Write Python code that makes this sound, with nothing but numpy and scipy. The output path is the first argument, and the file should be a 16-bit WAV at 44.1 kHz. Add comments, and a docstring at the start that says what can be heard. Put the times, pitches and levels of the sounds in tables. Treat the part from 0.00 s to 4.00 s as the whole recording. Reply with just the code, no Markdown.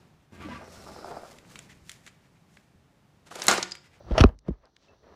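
"""Small wooden guillotine, close up

A quiet, small room, the microphone near the frame. A cord hauls the foil-clad blade up its grooves:
it judders free, chatters against the posts and ticks at the top. Let go, it scrapes down, slams
into the wooden base, bounces and settles with a few metallic clinks. Handling rumbles underneath."""
import sys
import numpy as np
from scipy import signal
from scipy.fft import rfft, irfft, next_fast_len
from scipy.io import wavfile
from scipy.ndimage import uniform_filter1d

SR = 44100
rng = np.random.default_rng(int(sys.argv[2]) if len(sys.argv) > 2 else 0)


def master_out(mix):
    """Clip the mix to full scale and print it as 16-bit PCM to the path in sys.argv[1]."""
    frames = np.transpose(np.atleast_2d(mix))
    ceiling = np.clip(frames, -1, 1)
    pcm = np.round(ceiling * 32767).astype(np.int16)
    wavfile.write(sys.argv[1], SR, pcm)


N = 176400
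T = np.arange(N) / SR
RING_T = T[:SR * 3 // 4]  # time axis of one impact
CONTACT_RISE_S = .00047

# Spectrum of the blade on the posts, rubbing or bumping. Each row: frequency in Hz, level in dB.
POST_COLOUR = [(100, -12), (300, -2), (500, 0.5), (720, 0.5), (1000, -7), (1350, -5), (1900, -18.5),
               (3000, -31), (12000, -47)]


def undb(db):
    """Decibels to gain."""
    return 10 ** (np.asarray(db) / 20)


def unit(x):
    """Scale to rms 1."""
    return x / np.sqrt(np.mean(x ** 2) + 1e-30)


def curve(rows):
    """Gain along (seconds, dB) points, silent outside them."""
    s, db = np.array(rows).T
    return undb(np.interp(T, s, db, left=-200, right=-200))


def swell(start, length):
    """A half-sine rise and fall, timed in seconds."""
    return np.sin(np.pi * np.clip((T - start) / length, 0, 1))


def rise(s):
    """A contact builds up with a time constant of s seconds."""
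    return 1 - np.exp(-RING_T / s)


def fade(t60):
    """Decay by 60 dB in t60 seconds."""
    return np.exp(-np.log(1000) * RING_T / t60)


def wander(hz):
    """Smooth random motion up to about hz, rms 1."""
    return unit(signal.sosfilt(signal.butter(2, hz, fs=SR, output="sos"), rng.standard_normal(N)))


def colour(x, points, tilt_db=0):
    """Filter through (Hz, dB) points, tilted per octave above 1 kHz; white noise keeps its power."""
    size = 2 * next_fast_len(len(x) // 2 + 2048)
    octave = np.log2(np.maximum(np.arange(size // 2 + 1) * SR / size, 10))
    hz, db = np.array(points).T
    gain = unit(undb(np.interp(octave, np.log2(hz), db) + tilt_db * np.maximum(octave, 10)))
    cepstrum = irfft(np.log(gain))
    cepstrum[1:size // 2] *= 2  # minimum phase: nothing sounds ahead of a hit
    cepstrum[size // 2 + 1:] = 0
    return irfft(rfft(x, size) * np.exp(rfft(cepstrum)))[:len(x)]


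def ring(modes):
    """Decaying (Hz, dB, t60) modes of a struck object, alternating in sign."""
    return sum((-1) ** k * undb(db) * fade(t60) * np.sin(2 * np.pi * hz * RING_T)
               for k, (hz, db, t60) in enumerate(modes))


def through(x, response):
    """Pass a sound through a ringing body or room."""
    return signal.fftconvolve(x, response)[:N]


def add(out, start, x):
    """Mix a sound in at start seconds."""
    i = int(start * SR)
    out[i:i + len(x)] += x[:N - i]


def burst(t60):
    """A rough contact that dies away, even in spectrum."""
    envelope = fade(t60)[:int(SR * np.clip(1.3 * t60, .01, .75))]
    x = rng.choice([-1., 1.], len(envelope)) * envelope
    for _ in range(3):  # flatten the spectrum, then restore the decay
        x = irfft(np.exp(1j * np.angle(rfft(x))), len(x))
        local_power = np.abs(uniform_filter1d(x * x, len(x) // 24))
        x = x * envelope / np.sqrt(local_power + 1e-20)
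    return np.pad(x, (0, len(RING_T) - len(x)))


def grains(per_s, spread_db):
    """Dense tiny catches of one surface on another."""
    catches = (rng.random(N) < per_s / SR) * rng.choice([-1., 1.], N)
    return unit(catches * undb(spread_db * np.minimum(rng.exponential(size=N), 4)))


def room_tone():
    """Still air: faint, steady noise, mostly bass."""
    # Each row: frequency in Hz, level in dB.
    spectrum = [(15, -58), (25, -32.5), (60, -9), (163, -3), (196, -20.5), (271, -14.5), (344, -24),
                (462, -27.5), (709, -19), (1030, -22), (1420, -25), (1810, -26.5), (15000, -46)]
    return undb(-65) * unit(colour(rng.standard_normal(N), spectrum))


def handling_rumble():
    """Handling makes a soft rumble that comes and goes."""
    # Each row: time in seconds, level in dB.
    levels = [(0, -55.5), (.1, -60.5), (.25, -67), (1.2, -66), (1.53, -53.5), (1.7, -57), (1.83, -61.5),
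              (2.0, -61.5), (2.15, -63), (2.4, -64), (2.76, -65), (3.1, -64), (3.55, -60), (3.8, -66),
              (4, -60)]
    # Each row: frequency in Hz, level in dB.
    spectrum = [(25, -12.5), (75, -2.5), (170, 5), (300, -4), (600, -10), (2000, -20), (6000, -27.5),
                (15000, -42)]
    return colour(rng.standard_normal(N), spectrum) * curve(levels)


def brushes():
    """Cord and blade brush the frame in soft, gritty strokes."""
    # Each row: start in seconds, length in seconds, level in dB.
    strokes = [(0, .11, -86), (0.18, .1, -74), (1.685, 0.055, -52.5), (2.227, 0.049, -69.5),
               (2.34, .05, -71.5), (3.827, 0.059, -60), (3.903, 0.087, -63.5)]
    # Each row: frequency in Hz, level in dB.
    spectrum = [(300, -16), (1200, -10), (2000, 3), (2800, -3.5), (4000, -10.5), (7000, -11.5),
                (15000, -31)]
    level = sum(undb(db) * swell(start, length) for start, length, db in strokes)
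    return colour(grains(per_s=4000, spread_db=0), spectrum) * level


def judder():
    """The blade breaks free: uneven stick-slip pulses shake the frame, and each slip rasps on the wood."""
    # Course of the shake and the rasp. Each row: time in seconds, level in dB.
    shake_levels = [(.305, -69), (.325, -49), (.385, -52), (.405, -45.5), (.46, -46), (.55, -43.5),
                    (.61, -54.5), (.72, -56), (.8, -55), (.92, -52), (1.1, -62), (1.4, -65)]
    rasp_levels = [(.31, -73), (.335, -58), (.385, -58), (.41, -47), (.455, -47.5), (.478, -53.5),
                   (.525, -44.5), (.56, -47), (.6, -55), (.72, -71), (.8, -82.5)]
    # Their spectra. Each row: frequency in Hz, level in dB.
    shake_colour = [(30, -16), (70, 6.5), (120, -2.5), (200, 2.5), (290, -1), (400, -8.5), (700, -16),
                    (1500, -30), (8000, -80)]
    rasp_colour = [(200, -28), (500, -2), (1100, -3.5), (1600, 0.5), (2500, -2), (3300, -8), (4500, -15),
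                   (15000, -39)]
    # Resonances of the rasped wood. Each row: frequency in Hz, level in dB, t60 in seconds.
    wood_modes = [(980, 3.5, 0.066), (1138, -1, .12), (1623, 2.5, 0.05), (1982.9, -5, 0.091)]
    slip_hz, scatter = 84.03, .22
    gaps = np.exp(scatter * rng.standard_normal(400)) / slip_hz
    phase = np.interp(T, np.cumsum(gaps), np.arange(len(gaps))) % 1
    slips = unit(1. * (np.diff(phase, prepend=0) < -.5))  # one pulse as each cycle ends
    shake = unit(colour(slips - slips.mean() + .55 * rng.standard_normal(N), shake_colour))
    grit = grains(per_s=5000, spread_db=1) * np.exp(-phase / 2.1)
    ringing = unit(through(grit, ring(wood_modes)))
    rasp = unit(unit(colour(grit, rasp_colour)) + undb(-4) * ringing)
    return shake * curve(shake_levels) + rasp * curve(rasp_levels)


def cord_hiss():
    """The running cord hisses with fine friction, its level flickering."""
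    # Each row: time in seconds, level in dB.
    levels = [(.305, -87), (.33, -63.5), (.52, -62), (.63, -65.5), (.74, -56.5), (.95, -57.5), (1.2, -61),
              (1.32, -56.5), (1.45, -70.5), (1.48, -67), (1.51, -56.5), (1.55, -58.5), (1.65, -62),
              (1.68, -71), (1.715, -68), (1.78, -72), (1.83, -72), (1.91, -56), (2.0, -67.5), (2.07, -63.5),
              (2.15, -78), (2.45, -80.5), (2.55, -67), (2.72, -83), (3.2, -92)]
    # Each row: frequency in Hz, level in dB.
    spectrum = [(500, -12), (1300, -3), (2100, 1), (2900, -2.5), (4100, -2.5), (5200, -2), (6400, -2.5),
                (7500, -3), (8700, -6), (11000, -9.5), (15000, -18)]
    hiss = colour(grains(per_s=9000, spread_db=4), spectrum)
    return hiss * curve(levels) * undb(1.6 * wander(hz=16))


def groan():
    """The wood groans as the blade starts to move: a rough, sinking stick-slip tone."""
    # Each row: time in seconds, pitch in Hz, level in dB.
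    glide = [(.385, 333, -52), (0.404, 324.7, -50), (.44, 313, -59), (0.46, 283.6, -39.5),
             (0.482, 285.3, -42.5), (.51, 245.7, -48), (.55, 233.3, -46.5), (.59, 222, -61),
             (0.621, 220, -63)]
    s, hz, db = np.array(glide).T
    pitch = np.interp(T, s, hz) * (1 + .0722 * wander(hz=89))
    tone = np.sin(2 * np.pi * np.cumsum(pitch) / SR)
    return unit(tone * (1 + .27 * wander(hz=60))) * curve(np.c_[s, db])


def squeaks():
    """Brief, wavering friction tones as the blade sticks."""
    # Each row: start in seconds, length in seconds, pitch in Hz, level in dB.
    sticks = [(0.396, 0.098, 1160, -51.5), (.5, 0.043, 990, -43.5), (.53, 0.059, 1160, -48.5),
              (0.498, 0.056, 2010, -50.5)]
    out, waver = np.zeros(N), 1 + .0271 * wander(hz=150)
    for start, length, hz, db in sticks:
        tone = np.sqrt(2) * np.sin(2 * np.pi * hz * np.cumsum(waver) / SR)
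        out += undb(db) * swell(start, length) * tone
    return out


def hand_thumps():
    """The hand thumps softly, sounding one low, damped mode."""
    # Each row: start in seconds, level in dB.
    thumps = [(.455, -32), (0.777, -37), (.865, -39.5), (0.911, -35), (1.475, -54), (1.766, -43.5),
              (1.816, -43), (1.83, -43.5), (2.754, -44), (3.465, -38), (3.534, -35)]
    out, thump = np.zeros(N), ring([(83, 0, .06)]) * rise(.0056)
    for start, db in thumps:
        add(out, start, undb(db) * thump)
    return out


def cord_whistle():
    """The cord whistles over its guide: two narrow, patchy bands that sink as the pull slows."""
    # Each row: time in seconds, centre of the upper band in Hz, its level in dB.
    glide = [(.47, 5230, -67), (.53, 5260, -67), (0.601, 5593, -71), (0.679, 5550, -65), (.8, 5385, -63),
             (.97, 5220, -61), (1.1, 5030, -61), (1.251, 4980, -69.5), (1.4, 4960, -82)]
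    width_hz, spacing_hz, flicker_db = 650, 1123, 2
    s, hz, db = np.array(glide).T
    centre = np.interp(T, s, hz)

    def band(band_hz):
        carrier = np.sin(2 * np.pi * np.cumsum(band_hz + 120 * wander(hz=197)) / SR)
        return unit(wander(width_hz / 2) * carrier * undb(flicker_db * wander(hz=25)))
    return (band(centre) + undb(-4.5) * band(centre - spacing_hz)) * curve(np.c_[s, db])


def post_bumps():
    """The blade bumps the posts; each hollow knock has its own broad resonance."""
    # Each row: start in seconds, peak in dB, resonance in Hz.
    bumps = [(.486, -33.5, 530), (.611, -39.5, 824), (.629, -38, 520), (.678, -37.5, 421),
             (.868, -38, 1150), (.888, -38, 1160), (.962, -33.5, 784), (1.045, -29, 800), (1.057, -37, 620),
             (1.08, -32.5, 892.5), (1.116, -30, 810), (1.13, -42, 825), (1.167, -29.5, 740),
             (1.234, -34, 760), (1.247, -38, 1280), (3.314, -35, 1250), (3.322, -37, 1253),
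             (3.358, -36, 420), (3.389, -33.5, 584), (3.514, -21, 200), (3.581, -22, 386)]
    out = np.zeros(N)
    for start, db, hz in bumps:
        contact = colour(burst(t60=.034)[:SR // 8], POST_COLOUR)
        resonance = signal.lfilter(*signal.iirpeak(hz, Q=1 / .35, fs=SR), contact)
        knock = .26 * contact + resonance
        add(out, start, undb(db) * knock / np.abs(knock).max())
    return out


def groove_rub():
    """The rising blade rubs in its wooden grooves with a coarse grain."""
    # Each row: time in seconds, level in dB.
    levels = [(.5, -89), (.615, -49.5), (.7, -58), (.76, -53.5), (.84, -53), (.885, -47), (.93, -51),
              (1.02, -47), (1.125, -42), (1.2, -51), (1.25, -50), (1.33, -55.5), (1.47, -68), (1.6, -66),
              (1.8, -102)]
    return colour(grains(per_s=900, spread_db=2), POST_COLOUR) * curve(levels)


def ticks():
    """Dry little contacts of the blade and its hook, each with its own brightness."""
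    # Each row: start in seconds, relative level in dB, tilt in dB per octave, t60 in seconds.
    contacts = [(1.385, -40.5, -1.5, 0.023), (1.448, -47.5, -10, 0.027), (1.511, -42, -18, 0.014),
                (1.5563, -32, -4, 0.033), (1.5898, -29, 3, 0.013), (1.894, -26, 1, 0.015),
                (1.8981, -35, 1, 0.013), (1.911, -46, 1, .01), (1.9162, -31, 5, 0.013),
                (2.0642, -36.5, -2, 0.029), (2.074, -40.5, -2.5, .06), (2.5694, -40.5, -7, 0.02),
                (3.269, -54, -2, 0.015), (3.31, -42, -4, 0.02), (3.3548, -30, 3, .025),
                (3.428, -27.5, -1.5, 0.024), (3.439, -20, 21, 0.0086), (3.468, -12.5, 10, 0.0082),
                (3.7519, -32, -2, 0.024)]
    # Each row: frequency in Hz, level in dB.
    spectrum = [(200, -11), (900, -10), (1500, 0.5), (2000, 4.5), (2700, 2.5), (3600, 1), (5000, -6),
                (6300, -2.5), (7500, 0.5), (8700, -8.5), (10500, -10.5), (15000, -27.5)]
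    out = np.zeros(N)
    for start, db, tilt, t60 in contacts:
        contact = (burst(t60) * rise(CONTACT_RISE_S))[:SR // 10]
        add(out, start, undb(db - 3.5) * colour(contact, spectrum, tilt))
    return out


def falling_scrape():
    """Let go, the blade scrapes down its grooves in growing surges."""
    # Each row: time in seconds, level in dB.
    levels = [(3.25, -75.5), (3.272, -52.5), (3.298, -65), (3.316, -46.5), (3.34, -51), (3.36, -42),
              (3.38, -49), (3.395, -39), (3.41, -42.5), (3.44, -40.5), (3.48, -38), (3.5, -86.5)]
    # Each row: frequency in Hz, level in dB.
    spectrum = [(60, -23), (200, -9), (500, -1.5), (1300, -4), (2200, -7), (4000, -10.5), (7000, -12),
                (11000, -20), (15000, -36)]
    return colour(grains(per_s=1600, spread_db=.5), spectrum) * curve(levels)


def clinks():
    """The loose blade clinks: a click, a short ping and lasting modes, ringing most as it comes to rest."""
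    # Each row: start in seconds, relative level in dB, click t60 in seconds, gain of the ring in dB.
    contacts = [(3.4193, -13, 0.021, -40), (3.512, -12, 0.028, -32), (3.576, -20.5, 0.052, -37),
                (3.6271, -10.5, 0.024, -44.5), (3.711, -28, 0.019, -32), (3.719, -22.5, 0.019, -17.5)]
    # Spectrum of the click. Each row: frequency in Hz, level in dB.
    click_colour = [(300, -13), (1500, -9), (2800, -6), (3900, -2), (5100, 0.5), (7000, -2.5),
                    (9000, -15.5), (15000, -41.5)]
    # Each row: frequency in Hz, level in dB, t60 in seconds.
    blade_modes = [(3810, -17, .2), (4770, -10.5, .22), (4884, -5, 0.2), (4916, -4.5, .28), (4876, -7, .25),
                   (5144, -8.5, .2)]
    ping = ring([(4895, 24.5, .022)])
    out, sheet = np.zeros(N), ring(blade_modes) + ping
    for start, db, t60, ring_db in contacts:
        clink = colour(burst(t60), click_colour) + undb(ring_db) * sheet
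        add(out, start, undb(db - 7.5) * clink * rise(CONTACT_RISE_S))
    return out


def landing():
    """The blade cracks on the base and bounces, duller; the frame rings with strong modes over dense ones."""
    # Each row: start in seconds, relative level in dB, tilt in dB per octave.
    blows = [(3.4705, -32, -2.5), (3.4819, -2, -0.5), (3.5115, -10.5, -1.5), (3.526, -15, -2.5),
             (3.537, -18, -2.5), (3.5806, -21.5, -3), (3.612, -37, -8)]
    # Spectra of the crack and of the dense modes. Each row: frequency in Hz, level in dB.
    crack_colour = [(60, -29.5), (300, -10.5), (700, -2), (1100, 1.5), (1500, -1), (2200, -10),
                    (3200, -18.5), (4100, -5.5), (5200, -14), (6800, -6.5), (9000, -15.5), (15000, -30)]
    body_colour = [(40, -28.5), (110, -16), (180, -7), (260, -8.5), (400, -3), (750, 0.5), (1000, -5),
                   (1450, -4), (2100, -4), (3200, -6.5), (4800, -7), (7000, -8.5), (10000, -15),
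                   (15000, -31)]
    # The frame's strong modes. Each row: frequency in Hz, level in dB, t60 in seconds.
    frame_modes = [(184, -9, .3), (222, -13, .2), (329, -11, .27), (421, -10, .3), (696, -8, .2),
                   (735, -9, .2), (792, 0, .23), (1110, -7, .17), (1151, -4, .17), (1231, -7, .17),
                   (1302, -7, .17), (1392, -2, .17), (1443, -1, .17), (1480, -3, .17), (1642, -6, .17),
                   (2815, -10, .22)]
    attack = rise(.002)
    out, frame = np.zeros(N), ring(frame_modes) * attack
    for start, db, tilt in blows:
        crack = colour(burst(t60=.014) * attack, crack_colour, tilt)
        crack /= np.sqrt(np.mean(crack[:SR // 250] ** 2))  # rms 1 over the first 4 ms
        body = colour(burst(t60=.23), body_colour, tilt) * rise(.006)
        add(out, start, undb(db) * (undb(-8) * crack + undb(-15) * body + undb(-21.5) * frame))
    return out


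def room_echo(direct):
    """Near walls return a short, diffuse tail."""
    # Each row: frequency in Hz, level in dB.
    spectrum = [(100, 1.5), (500, 2.5), (1400, 2.5), (2500, 3.5), (6000, -2.5), (10000, -5), (15000, -7.5)]
    delay_s = .003
    tail = colour(burst(t60=.45) * (RING_T > delay_s), spectrum)
    return through(direct, tail / np.sqrt(np.sum(tail ** 2)))


def scene():
    """One microphone close to the guillotine, with the room's echo, still air and handling behind."""
    friction = brushes() + judder() + groan() + squeaks() + groove_rub() + falling_scrape()
    cord = cord_hiss() + cord_whistle()
    impacts = hand_thumps() + post_bumps() + ticks() + clinks() + landing()
    direct = friction + cord + impacts
    return (direct + undb(-15) * room_echo(direct) + room_tone() + handling_rumble())[None]


def record(dry):
    """The recorder rounds the loudest peak and cuts the top of the treble."""
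    ceiling, top_hz = .95, 15400
    lowpass = signal.ellip(10, .2, 80, top_hz, fs=SR, output="sos")
    return signal.sosfilt(lowpass, ceiling * np.tanh(dry / ceiling))


dry = scene()
out = record(dry)
master_out(out)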